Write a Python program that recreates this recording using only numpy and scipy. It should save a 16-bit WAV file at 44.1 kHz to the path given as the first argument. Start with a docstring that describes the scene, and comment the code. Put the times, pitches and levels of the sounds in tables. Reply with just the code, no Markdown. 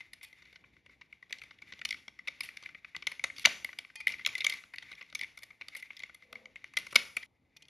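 """A hand-cranked wooden toy knocks and chatters on a table in a quiet room. Its gear teeth, cams and levers hit
each other and make the wooden frame ring. Brass links chime faintly, shafts rub and groan, and the table thumps
along. The room adds a thin echo and a low rumble. Near the end the clatter and its echo break off at once, and
a few soft knocks follow."""
import sys
import numpy as np
from scipy import signal
from scipy.fft import rfft, irfft
from scipy.io import wavfile
from scipy.ndimage import uniform_filter1d

SR = 44100
rng = np.random.default_rng(int(sys.argv[2]) if len(sys.argv) > 2 else 0)


def log_audio(samples):
    """Write samples as a 16-bit WAV file to the path given in sys.argv[1]."""
    # one column per channel
    frames = np.atleast_2d(samples).T
    # limit to full scale, then quantise
    limited = np.clip(frames, -1, 1)
    pcm = np.round(limited * 32767).astype(np.int16)
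    wavfile.write(sys.argv[1], SR, pcm)


N = 339120
STOP_S = 7.262

# The frame's tones in four groups (hollow, box, boards, sharp edge): pitch_hz, level_db, ring_s
FRAME_TONES = [
    [(2006.4, -1, 0.025), (2122, 3, 0.018), (2190, -9.5, 0.019), (2268, 6.5, 0.012), (2333, -3, 0.0095)],
    [(242, -28.5, 0.088), (562, -11, 0.034), (675, -16, 0.046), (937, -5, 0.017), (1179, 2, 0.015),
     (1494, 6, 0.015)],
    [(2899, 2.5, 0.0083), (3346, 2, 0.009), (3696, 4.5, 0.0065), (4320, 2, 0.0062), (4845, -3.5, 0.0063),
     (5415, -5.5, 0.011), (5995, -9.5, 0.015), (6610, -15, 0.01)],
    [(7900, -2.5, 0.0024), (9270, 2.5, 0.0017), (11300, -1, 0.0012), (13400, -8.5, 0.0014),
     (14810, -8, 0.003), (15700, -14, 0.002)],
]
# The range that each group sends into the air: low_hz, high_hz
FRAME_BANDS = [(1754, 3000), (154, 1930), (2270, 14900), (5600, 14000)]
# Wood hitting wood: start_s, peak_db, boards_db, sharpness_db, box_db, chatter_ms
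KNOCKS = [(0.005, -35.5, -3.5, -6.5, -2, 8.4), (0.132, -32, 4.5, 9, -6, 8.7),
          (0.2109, -43, -4, -12.5, -4, 7.1), (0.229, -38.5, 3, 14, -3, 15), (0.246, -40.5, 8, 18, -4, 5.5),
          (0.3275, -45.5, 2.5, 0, 0, 5.3), (0.42, -48.5, 6, 1, 8, 10), (0.453, -49, 3, -6, 4, 8.5),
          (0.527, -46.5, 5, 1, 9, 6.1), (0.557, -42.5, 5.5, -18, 7, 8.6), (0.639, -48.5, -9, -21, 8.5, 9.8),
          (0.7651, -49.5, -3, -21, 6, 6.2), (0.861, -45, 6, -1.5, 6.5, 4.9),
          (0.8939, -49.5, -4, -18, 10.5, 6.9), (1.011, -41, -0.5, -26, 1.5, 11),
          (1.126, -39, -6, -6, -5, 3.3), (1.226, -40.5, -7, -9, 1, 4.9), (1.295, -49, 4, -1, -1, 9.3),
          (1.3063, -40.5, -2, 1, 7, 7.9), (1.3256, -25.5, 5, -0.5, -25, 4.4),
          (1.3846, -41, 12, 8, -16, 3.7), (1.394, -45, 14, -4, -14, 2.3), (1.416, -34, -2.5, -6.5, 0.5, 8),
          (1.436, -40, 3, 7.5, 3, 4.5), (1.508, -39.5, 3, -15, 7.5, 7.8), (1.5866, -48.5, 4, -9, -4, 3.7),
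          (1.619, -37, -3, -14, 0, 8.2), (1.722, -33.5, 3.5, -19, 4, 6.6), (1.735, -36.5, 10, -11, 7, 1.7),
          (1.791, -41, 17, 8, 12, 5.6), (1.814, -31, -4, -15, 5, 6), (1.85, -19, 7.5, 7.5, -2.5, 7.7),
          (1.889, -29, 17, 15, 1, 4.2), (1.9067, -22, 4.5, 4.5, -12, 4.2), (1.926, -26.5, 4, 0.5, -10, 2.4),
          (1.942, -33.5, 2, -9, 5, 5.4), (2.0799, -34, 6.5, -1, 8, 3.7),
          (2.1895, -36.5, -4, -15, -0.5, 3.5), (2.273, -27, 0, -3, -3, 7.5), (2.28, -23.5, 2, -4, -3, 7.3),
          (2.406, -21.5, 9.5, 10.5, -1, 5.6), (2.432, -34.5, 7, 14, -1, 13), (2.447, -38.5, 1, 20, -4, 5.4),
          (2.488, -30, -12, -3, -5, 5.9), (2.57, -31.5, 0, -1.5, -7, 5.4), (2.625, -41, 9, 4, 12, 5.1),
          (2.635, -41, 14, 4, 6, 5.8), (2.659, -31.5, -6, -10, -8, 4.8), (2.689, -41, 1, -10, 7, 6.8),
          (2.7469, -36.5, -6, -22, 1.5, 6.2), (2.846, -33, -5, -27, 4, 5.7),
          (2.9478, -31, -13, -18, 4.5, 5.5), (2.964, -27.5, 14.5, -17, 12.5, 2.1),
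          (3.023, -32.5, 5, -16, 5.5, 6.3), (3.069, -18.5, 6.5, 2, 1.5, 5.4),
          (3.1164, -30.5, -2, 4.5, -1.5, 7), (3.1942, -29, -3, -7, -4, 1.1), (3.239, -15.5, -1, 2.5, 2, 7),
          (3.3, -30.5, -17, -14, -5, 4.6), (3.362, -41, 18, 10, -1, 12), (3.382, -31.5, 12, 12, 6, 5.1),
          (3.3953, -30, 12.5, 19.5, 2, 2.4), (3.442, -30, 4, -14, 3, 7.1), (3.451, -4.5, 2.5, -6, -1, 4.25),
          (3.4556, -4.5, 18, 9, 9.5, 5.8), (3.47, -23, 6, -9, 24, 4.5), (3.646, -22, 1, 10, -0.5, 1.8),
          (3.69, -35.5, -10, -7, 4, 2.2), (3.7288, -35, -1.5, -15, 4, 6.4),
          (3.7866, -26, 4.5, 5.5, -1, 5.7), (3.847, -37.5, -2, -11, -1, 4.6), (3.9, -44, -2, -18, 11, 7.2),
          (3.956, -35, 3.5, 14, -16, 7.4), (4.001, -32, -4, 1, -2.5, 14), (4.07, -11, -13, -3.5, -28, 2.4),
          (4.078, -25, 4.5, 7, -3.5, 6.3), (4.09, -27, -2, 5, -10, 4.1), (4.097, -30, -5, 1, -6, 8.7),
          (4.12, -31, 9, 4, -7, 5.4), (4.138, -30.5, -9, -15, -13, 2.9), (4.184, -39, -5, -14, -14, 4.2),
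          (4.192, -34.5, -4, -15, 4, 10), (4.2108, -40, -4, -18, -14, 2.3),
          (4.249, -24, 6.5, -16, -14, 2.1), (4.2627, -10.5, 16, -0.5, -1.5, 2.4),
          (4.273, -24.5, 12, 19, 15.5, 3.9), (4.287, -30, -7, -13, -5, 5.1), (4.3526, -21, 2, 2, -28, 1.7),
          (4.379, -29.5, 11, 13, 6, 10), (4.4049, -21.5, 8, -1.5, -9, 8.5), (4.418, -28, 0, -7, -9, 3.3),
          (4.4434, -17, 13.5, 8.5, 2, 7.8), (4.466, -13.5, 4.5, 4, -8, 2.8),
          (4.496, -19.5, 9.5, 13.5, -12, 8.4), (4.5217, -24.5, 3, -0.5, -5, 8.1),
          (4.5369, -30.5, 4, 7.5, 2, 5.3), (4.5706, -40, 4, 4, -6, 3.2), (4.637, -39, 2, -7.5, 11.5, 3.6),
          (4.736, -35, -4.5, -4.5, 3, 10.7), (4.759, -39, 4, 5, -11, 3.7), (4.783, -27, 7, -1.5, -18, 3.6),
          (4.823, -37.5, 6, -1, 6.5, 11.6), (4.915, -35, 5, 0, 7.5, 7.3), (4.9266, -40, 9, -3, 4, 3.5),
          (4.934, -39.5, -6, -6, -10, 4.8), (4.951, -44, 8, 2, -5.5, 6), (5.01, -35, -1, -24, 4.5, 9.4),
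          (5.0235, -40, 1, -16, 0, 5.7), (5.099, -46, 13.5, -2, 1, 6.8),
          (5.1259, -37.5, 7.5, -5, 12.5, 3.4), (5.149, -22.5, 4.5, 5.5, -4, 8.9),
          (5.1915, -32, 9, 8, -6, 5), (5.2111, -22, 1.5, 1, -10, 4.6), (5.225, -37, 1, -9.5, 4, 4.5),
          (5.233, -28.5, 1, -2, -11.5, 4.7), (5.2429, -32.5, -9, -18, -3, 1.9),
          (5.373, -36.5, 2, 6.5, 3, 7.5), (5.388, -44, 13, 20.5, 10, 5.4), (5.422, -42.5, -5, 5.5, -2, 6.5),
          (5.4317, -35.5, 5.5, 12, 1.5, 9), (5.504, -42.5, -5, -18, 4, 8.6),
          (5.611, -31, -3.5, -12.5, -0.5, 4.7), (5.618, -34, -3, -15, 0.5, 4),
          (5.6837, -30.5, 13, 12.5, 5, 3.65), (5.749, -31.5, -4, 1, -4.5, 8.6),
          (5.7637, -35, 4.5, 16, 0, 14), (5.796, -43.5, 7.5, 13, -2, 11), (5.8248, -34, -5.5, 2, -10, 4.8),
          (5.904, -33, -16, -21, -0.5, 8.3), (5.9665, -38.5, 10.5, 6, -10.5, 7.4),
          (5.9926, -39, 12, 9.5, -16, 3.7), (6.0, -34, 1.5, -2.5, -2, 7.1),
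          (6.021, -43, 7.5, -2, -0.5, 6.3), (6.034, -27.5, 0, -14, -2.5, 3.9),
          (6.0945, -41.5, -2, -15.5, 11, 7.5), (6.145, -40.5, 3.5, 13, -2, 6.8),
          (6.223, -44.5, 0, -15.5, 2.5, 2.3), (6.327, -35.5, 5.5, 4, 11.5, 5.1),
          (6.354, -32.5, -6.5, -19.5, 0, 4.8), (6.456, -36.5, 1, -21, -1, 1.9),
          (6.5574, -34, -5, -9.5, -4, 4.8), (6.642, -31, -5.5, -4.5, -3.5, 2.3),
          (6.737, -40, 0.5, 2.5, 6.5, 4.8), (6.769, -14, 2.5, 4.5, -2, 6.8),
          (6.787, -28.5, 22, 29, 16, 2.4), (6.797, -38, 12, 14, 6, 5.8), (6.8662, -33, 0.5, 4, 6, 6.2),
          (6.9245, -34.5, 6, 12, 15.5, 10), (6.945, -37.5, 3, 9.5, 13, 11), (6.956, -4, 5.5, 2.5, 2, 8.15),
          (6.978, -45, 6, 0, 11.5, 7.3), (7.1668, -19.5, -7, 4, -3, 7.4), (7.228, -35, 0.5, -9, 1.5, 7.3),
          (7.5663, -43.5, 16.5, 15, 1, 8.2), (7.622, -45, 20.5, 18, 2, 7.8), (7.653, -51, 24, 9.5, 9, 3.9),
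          (7.683, -46.5, 17.5, 15.5, 6, 4.7)]
def knocks(size=4096):
    """Each knock is a burst of tiny hits that rings the frame; sharper knocks favour higher tones."""
    start_s, peak_db, boards_db, sharpness_db, box_db, chatter_ms = np.transpose(KNOCKS)
    focus_hz = 3794 * 2 ** (0.39 * sharpness_db + 0.2 * rng.standard_normal(len(KNOCKS)))
    group_db = [np.full(len(KNOCKS), 3.5), box_db - 11.5, boards_db - 2.5, sharpness_db - 11.5]
    drop_db_per_octave = [4.5, -4, 4, 2.5]  # away from the focus; the box gains instead
    t_ms = np.arange(size // 4) / SR * 1000
    span_ms = np.clip(chatter_ms - 2.2, .5, 20)[:, None]
    shape = (len(KNOCKS), len(t_ms))
    hits = rng.standard_normal(shape) * gain(1.3 * rng.exponential(size=shape))
    rise = np.minimum(t_ms / (0.062 * span_ms + 0.58), 1) ** 2
    fall = np.exp(-(t_ms / (span_ms + 1.5)) ** 3)
    push = rfft(hits * rise * fall, size)
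    blows = 0
    for tones, band, db, drop in zip(FRAME_TONES, FRAME_BANDS, group_db, drop_db_per_octave):
        octaves_away = np.abs(np.log2(np.array(tones)[:, 0] / focus_hz[:, None]))
        weights = gain(2 * rng.standard_normal(octaves_away.shape) - drop * octaves_away)
        weights *= rng.choice([-1, 1], weights.shape)
        ringing = irfft(push * (weights @ rfft(frame_ring(tones, band, size))), size)
        blows = blows + set_peaks(ringing, db)
    return place(set_peaks(blows, peak_db), start_s - .0004)


def frame_ring(tones, band_hz, size):
    """One group of frame tones rings, filtered to the range it sends into the air."""
    return signal.sosfilt(signal.butter(3, band_hz, "band", fs=SR, output="sos"), rings(tones, size))


def shaking(t, strength_db, fade_s, step=64):
    """Each knock adds shaking that dies away; the stop ends it all."""
    age_s = t[::step, None] - np.transpose(KNOCKS)[0]
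    fades = np.where(age_s > 0, np.exp(-2 * np.log(1000) * np.abs(age_s) / fade_s), 0)
    power = fades @ gain(2 * strength_db)
    return np.interp(t, t[::step], np.sqrt(power)) * (t < STOP_S)


# The tones of a brass link: pitch_hz, level_db, ring_s
BRASS_TONES = [(880, -18, 0.8), (1184, -22, 0.2), (1820, -17.5, 0.13), (2067, -7, 0.6), (2466, 3.5, 0.38),
               (2842, -19.5, 0.15), (3180, -8, 0.5), (3526, -22, 0.4), (4107, -22, 0.5), (4457, -10, 0.6),
               (4770, -14.5, 0.4), (4830, -9, 0.2), (5389, -24.5, 0.4), (6400, -7, 0.1)]
# Taps on the links: start_s, level_db, ring_fraction
CHIMES = [(0.233, -58, 0.57), (3.956, -50.5, 1), (4.003, -58.5, 1), (5.765, -53.5, 0.23),
          (7.565, -56.5, 0.15), (7.624, -63.5, 0.38)]
def chimes(size=16384):
    """Brass links ring after a light tap; anything touching them shortens the ring."""
    mixes = gain(0.61 * rng.standard_normal((len(CHIMES), len(BRASS_TONES))))
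    sounds = [gain(db) * mix @ rings(BRASS_TONES, size, ring_fraction)
              for (_, db, ring_fraction), mix in zip(CHIMES, mixes)]
    return place(sounds, np.transpose(CHIMES)[0])


# A lever sliding over a cam: start_s, length_s, level_db
SCRAPES = [(0.219, 0.073, -65), (2.438, 0.051, -56), (3.369, 0.07, -53.5), (4.098, 0.021, -51),
           (5.764, 0.045, -56.5), (6.905, 0.032, -55.5)]
def scrape_strength(t, edge_s=0.006):
    """A lever presses on a cam briefly, fading quickly in and out."""
    return sum(gain(db) * np.clip(np.minimum(t - start, start + length - t) / edge_s, 0, 1)
               for start, length, db in SCRAPES)


# How hard the shafts and cams rub: time_s, level_db
RUBBING = [(0.0, -64), (0.15, -74.5), (0.45, -62), (0.65, -72.5), (1.27, -76.5), (1.31, -69.5), (1.75, -63),
           (2.1, -74), (2.6, -59), (2.8, -72), (3.8, -72), (4.05, -66.5), (4.55, -53.5), (4.72, -74),
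           (4.87, -58.5), (5.05, -69), (5.6, -72), (5.78, -59.5), (6.0, -64), (6.13, -72), (7.25, -73.5),
           (7.275, -84.5), (7.69, -79)]
# Tones that rubbing wakes in the hollow and boards: pitch_hz, width_hz, level_db
RUB_TONES = [(2090, 120, -3), (2255, 130, -6), (3520, 130, -15)]
def rubbing(t):
    """Many tiny slips shake the frame as shafts turn, loose parts chafe and levers scrape."""
    slips = rng.standard_normal(N) * gain(2.5 * rng.exponential(size=N) + flicker(60))
    slips = signal.sosfilt(signal.butter(4, 11300, fs=SR, output="sos"), slips)  # softer than a knock
    responses = [frame_ring(tones, band, 2048).sum(axis=0) for tones, band in zip(FRAME_TONES, FRAME_BANDS)]
    groups = np.array([set_level(signal.fftconvolve(slips, ring)[:N], 0) for ring in responses])
    shafts = gain(curve(RUBBING, t))
    loose_parts = shaking(t, np.transpose(KNOCKS)[1], fade_s=0.42)
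    # Each cause drives the four frame groups by its own amounts.
    causes = [(shafts, [-9, -21, -13, -30]),
              (loose_parts, [-36, -46, -36.5, -49.5]),
              (scrape_strength(t), [-3, -22.5, -0.5, -6])]
    power = sum((strength * gain(group_db)[:, None]) ** 2 for strength, group_db in causes)
    singing = shafts * ringing_noise(RUB_TONES) * gain(2 * flicker(40))
    return np.sum(np.sqrt(power) * groups, axis=0) + singing


# The tones of a sticking shaft: pitch_hz, width_hz, level_db
GROAN_TONES = [(225, 22, -6.5), (500, 25, 2.5), (640, 23, -9)]
# How its groan swells and fades: time_s, level_db
GROAN_SWELL = [(6.19, -100), (6.22, -83), (6.35, -67), (6.5, -70), (6.55, -100)]
def groan(t):
    """A shaft sticks in its bearing and gives one low groan."""
    return ringing_noise(GROAN_TONES) * gain(curve(GROAN_SWELL, t))


# The low tones of the table: pitch_hz, width_hz, level_db
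TABLE_TONES = [(70.6, 33, -6), (124.6, 99, -3.5), (255, 170, -3.5)]
# Bumping carried by the table: time_s, level_db
BUMPS = [(0.0, -73), (0.3, -80.5), (0.8, -72), (1.4, -82.5), (1.75, -71.5), (2.1, -80), (2.3, -72),
         (2.85, -84), (3.4, -70), (3.65, -71), (3.87, -86), (4.12, -71), (4.65, -85), (4.9, -72),
         (5.3, -84), (6.1, -84), (6.45, -75.5), (6.9, -73.5), (7.69, -79)]
def table_bumps(t):
    """The table rumbles under the toy and thumps with each knock, more for heavy ones."""
    _, peak_db, _, _, box_db, _ = np.transpose(KNOCKS)
    thumps = shaking(t, -58 + 0.45 * (peak_db + box_db), fade_s=0.28)
    low_band = signal.butter(2, [45, 350], "band", fs=SR, output="sos")
    rumble = set_level(signal.sosfilt(low_band, ringing_noise(TABLE_TONES)), 0)
    bumps = gain(curve(BUMPS, t) + 1.2 * flicker(25))
    return rumble * np.hypot(bumps, thumps)


# How long the room echoes: pitch_hz, ring_s
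ECHO_TIMES = [(150, 0.88), (2200, 0.35), (5000, 0.26), (10000, 0.75), (16000, 0.54)]
# Stereo width, the side signal against the middle: pitch_hz, side_db
ROOM_WIDTH = [(30, -17), (200, -5.5), (700, -7), (1400, -2.5), (2300, -11), (3000, -35), (14000, -32.5)]
def room_echo(sound, size=32768, rise_s=0.0051, echo_db=-16.5):
    """The walls return a soft echo in which each octave fades at its own speed."""
    t, hz = np.arange(size) / SR, np.fft.rfftfreq(size, 1 / SR)
    noise = rfft(rng.standard_normal((2, size)))
    tail = 0
    for centre_hz in 62.5 * 2. ** np.arange(9):
        octave = np.clip(1 - np.abs(np.log2((hz + 1) / centre_hz)), 0, 1)
        tail = tail + irfft(noise * octave, size) * fade(t, pitch_curve(ECHO_TIMES, centre_hz))
    tail *= np.clip(t / rise_s - .5, 0, 1)
    tail[1] = irfft(rfft(tail[1]) * gain(pitch_curve(ROOM_WIDTH, hz)), size)
    tail *= gain(echo_db) / np.sqrt(np.sum(tail[0] ** 2))
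    return stereo(*signal.fftconvolve(sound[None], tail, axes=1)[:, :N])


# The background noise of the room: pitch_hz, level_db
HUSH = [(15, -45.5), (30, -18.5), (55, -8), (110, -5.5), (300, -15), (800, -15.5), (2200, -35), (4000, -31),
        (6000, -38.5), (8500, -36.5), (13000, -42), (14500, -66)]
def room_hush():
    """The still room has a low rumble and a faint hiss."""
    hz = np.fft.rfftfreq(N, 1 / SR)
    middle, side = rfft(rng.standard_normal((2, N))) * gain(pitch_curve(HUSH, hz))
    noise = irfft(stereo(middle, side * gain(pitch_curve(ROOM_WIDTH, hz))), N)
    return set_level(noise, -79) * gain(1.3 * flicker(14))


def gain(db):
    """Turn decibels into a multiplier."""
    return 10 ** (np.asarray(db) / 20)


def set_level(sound, db):
    """Set the average (rms) level."""
    return sound * gain(db) / np.sqrt(np.mean(sound ** 2))


def set_peaks(sounds, db):
    """Give each sound its own peak level."""
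    return sounds / np.abs(sounds).max(axis=1, keepdims=True) * gain(db)[:, None]


def curve(table, x):
    """Read between the rows of a table."""
    return np.interp(x, *np.transpose(table))


def pitch_curve(table, hz):
    """Read between rows, spacing pitches by octaves."""
    pitches, values = np.transpose(table)
    return np.interp(np.log(hz + 1), np.log(pitches + 1), values)


def fade(t, ring_s):
    """Fall by 60 dB in ring_s."""
    return np.exp(-np.log(1000) * t / ring_s)


def rings(tones, size, ring_fraction=1):
    """One fading sine wave for each tone."""
    t = np.arange(size) / SR
    return np.array([gain(db) * np.sin(2 * np.pi * hz * t) * fade(t, ring_s * ring_fraction)
                     for hz, db, ring_s in tones])


def ringing_noise(tones):
    """Noise filtered to ring around each tone."""
    noise = rng.standard_normal(N)
    return sum(set_level(signal.lfilter(*signal.iirpeak(hz, hz / width, SR), noise), db)
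               for hz, width, db in tones)


def flicker(rate_hz):
    """Glide between random values."""
    hold = int(SR / rate_hz)
    return 2.6 * uniform_filter1d(np.repeat(rng.standard_normal(N // hold + 1), hold), hold)[:N]


def place(sounds, starts_s):
    """Lay each sound at its start time."""
    track = np.zeros(N)
    for sound, start_s in zip(sounds, starts_s):
        i = int(start_s * SR)
        track[i:i + len(sound)] += sound[:N - i]
    return track


def stereo(middle, side):
    """Make the left and right channels."""
    return np.array([middle + side, middle - side])


def scene():
    """The toy plays in the room; its echo is cut at the stop, then starts afresh."""
    t = np.arange(N) / SR
    toy = knocks() + chimes() + rubbing(t) + groan(t) + table_bumps(t)
    before_stop = np.clip((STOP_S - t) / .002, 0, 1)
    echo = room_echo(toy * before_stop) * before_stop + room_echo(toy * (1 - before_stop))
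    return toy + echo + room_hush()


# How much louder the left microphone is: pitch_hz, level_db
LEFT_LOUDER = [(100, 0.2), (400, 1.2), (700, 2), (1200, 7), (1550, 4), (1750, -2), (2000, 3.7), (2500, 2.2),
               (3000, .3), (3500, 0)]
# How far ahead its wave is: pitch_hz, phase_radians
LEFT_AHEAD = [(0, 0), (700, .35), (1200, .15), (1450, -.6), (1680, -.6), (1760, .3), (2050, 0),
              (5800, -.03), (6900, -.9), (8150, -3.14), (10700, -6.1), (12200, -6.5), (13800, -9.2),
              (16500, -9.6)]
def record(dry, top_hz=16300):
    """A phone's two microphones hear each pitch unequally and lose the highest treble."""
    hz = np.fft.rfftfreq(N, 1 / SR)
    left = gain(pitch_curve(LEFT_LOUDER, hz) / 2) * np.exp(.5j * curve(LEFT_AHEAD, hz))
    heard = irfft(rfft(dry) * np.array([left, 1 / left]), N)
    return signal.sosfilt(signal.ellip(10, .2, 70, top_hz, fs=SR, output="sos"), heard)


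dry = scene()
out = record(dry)
log_audio(out)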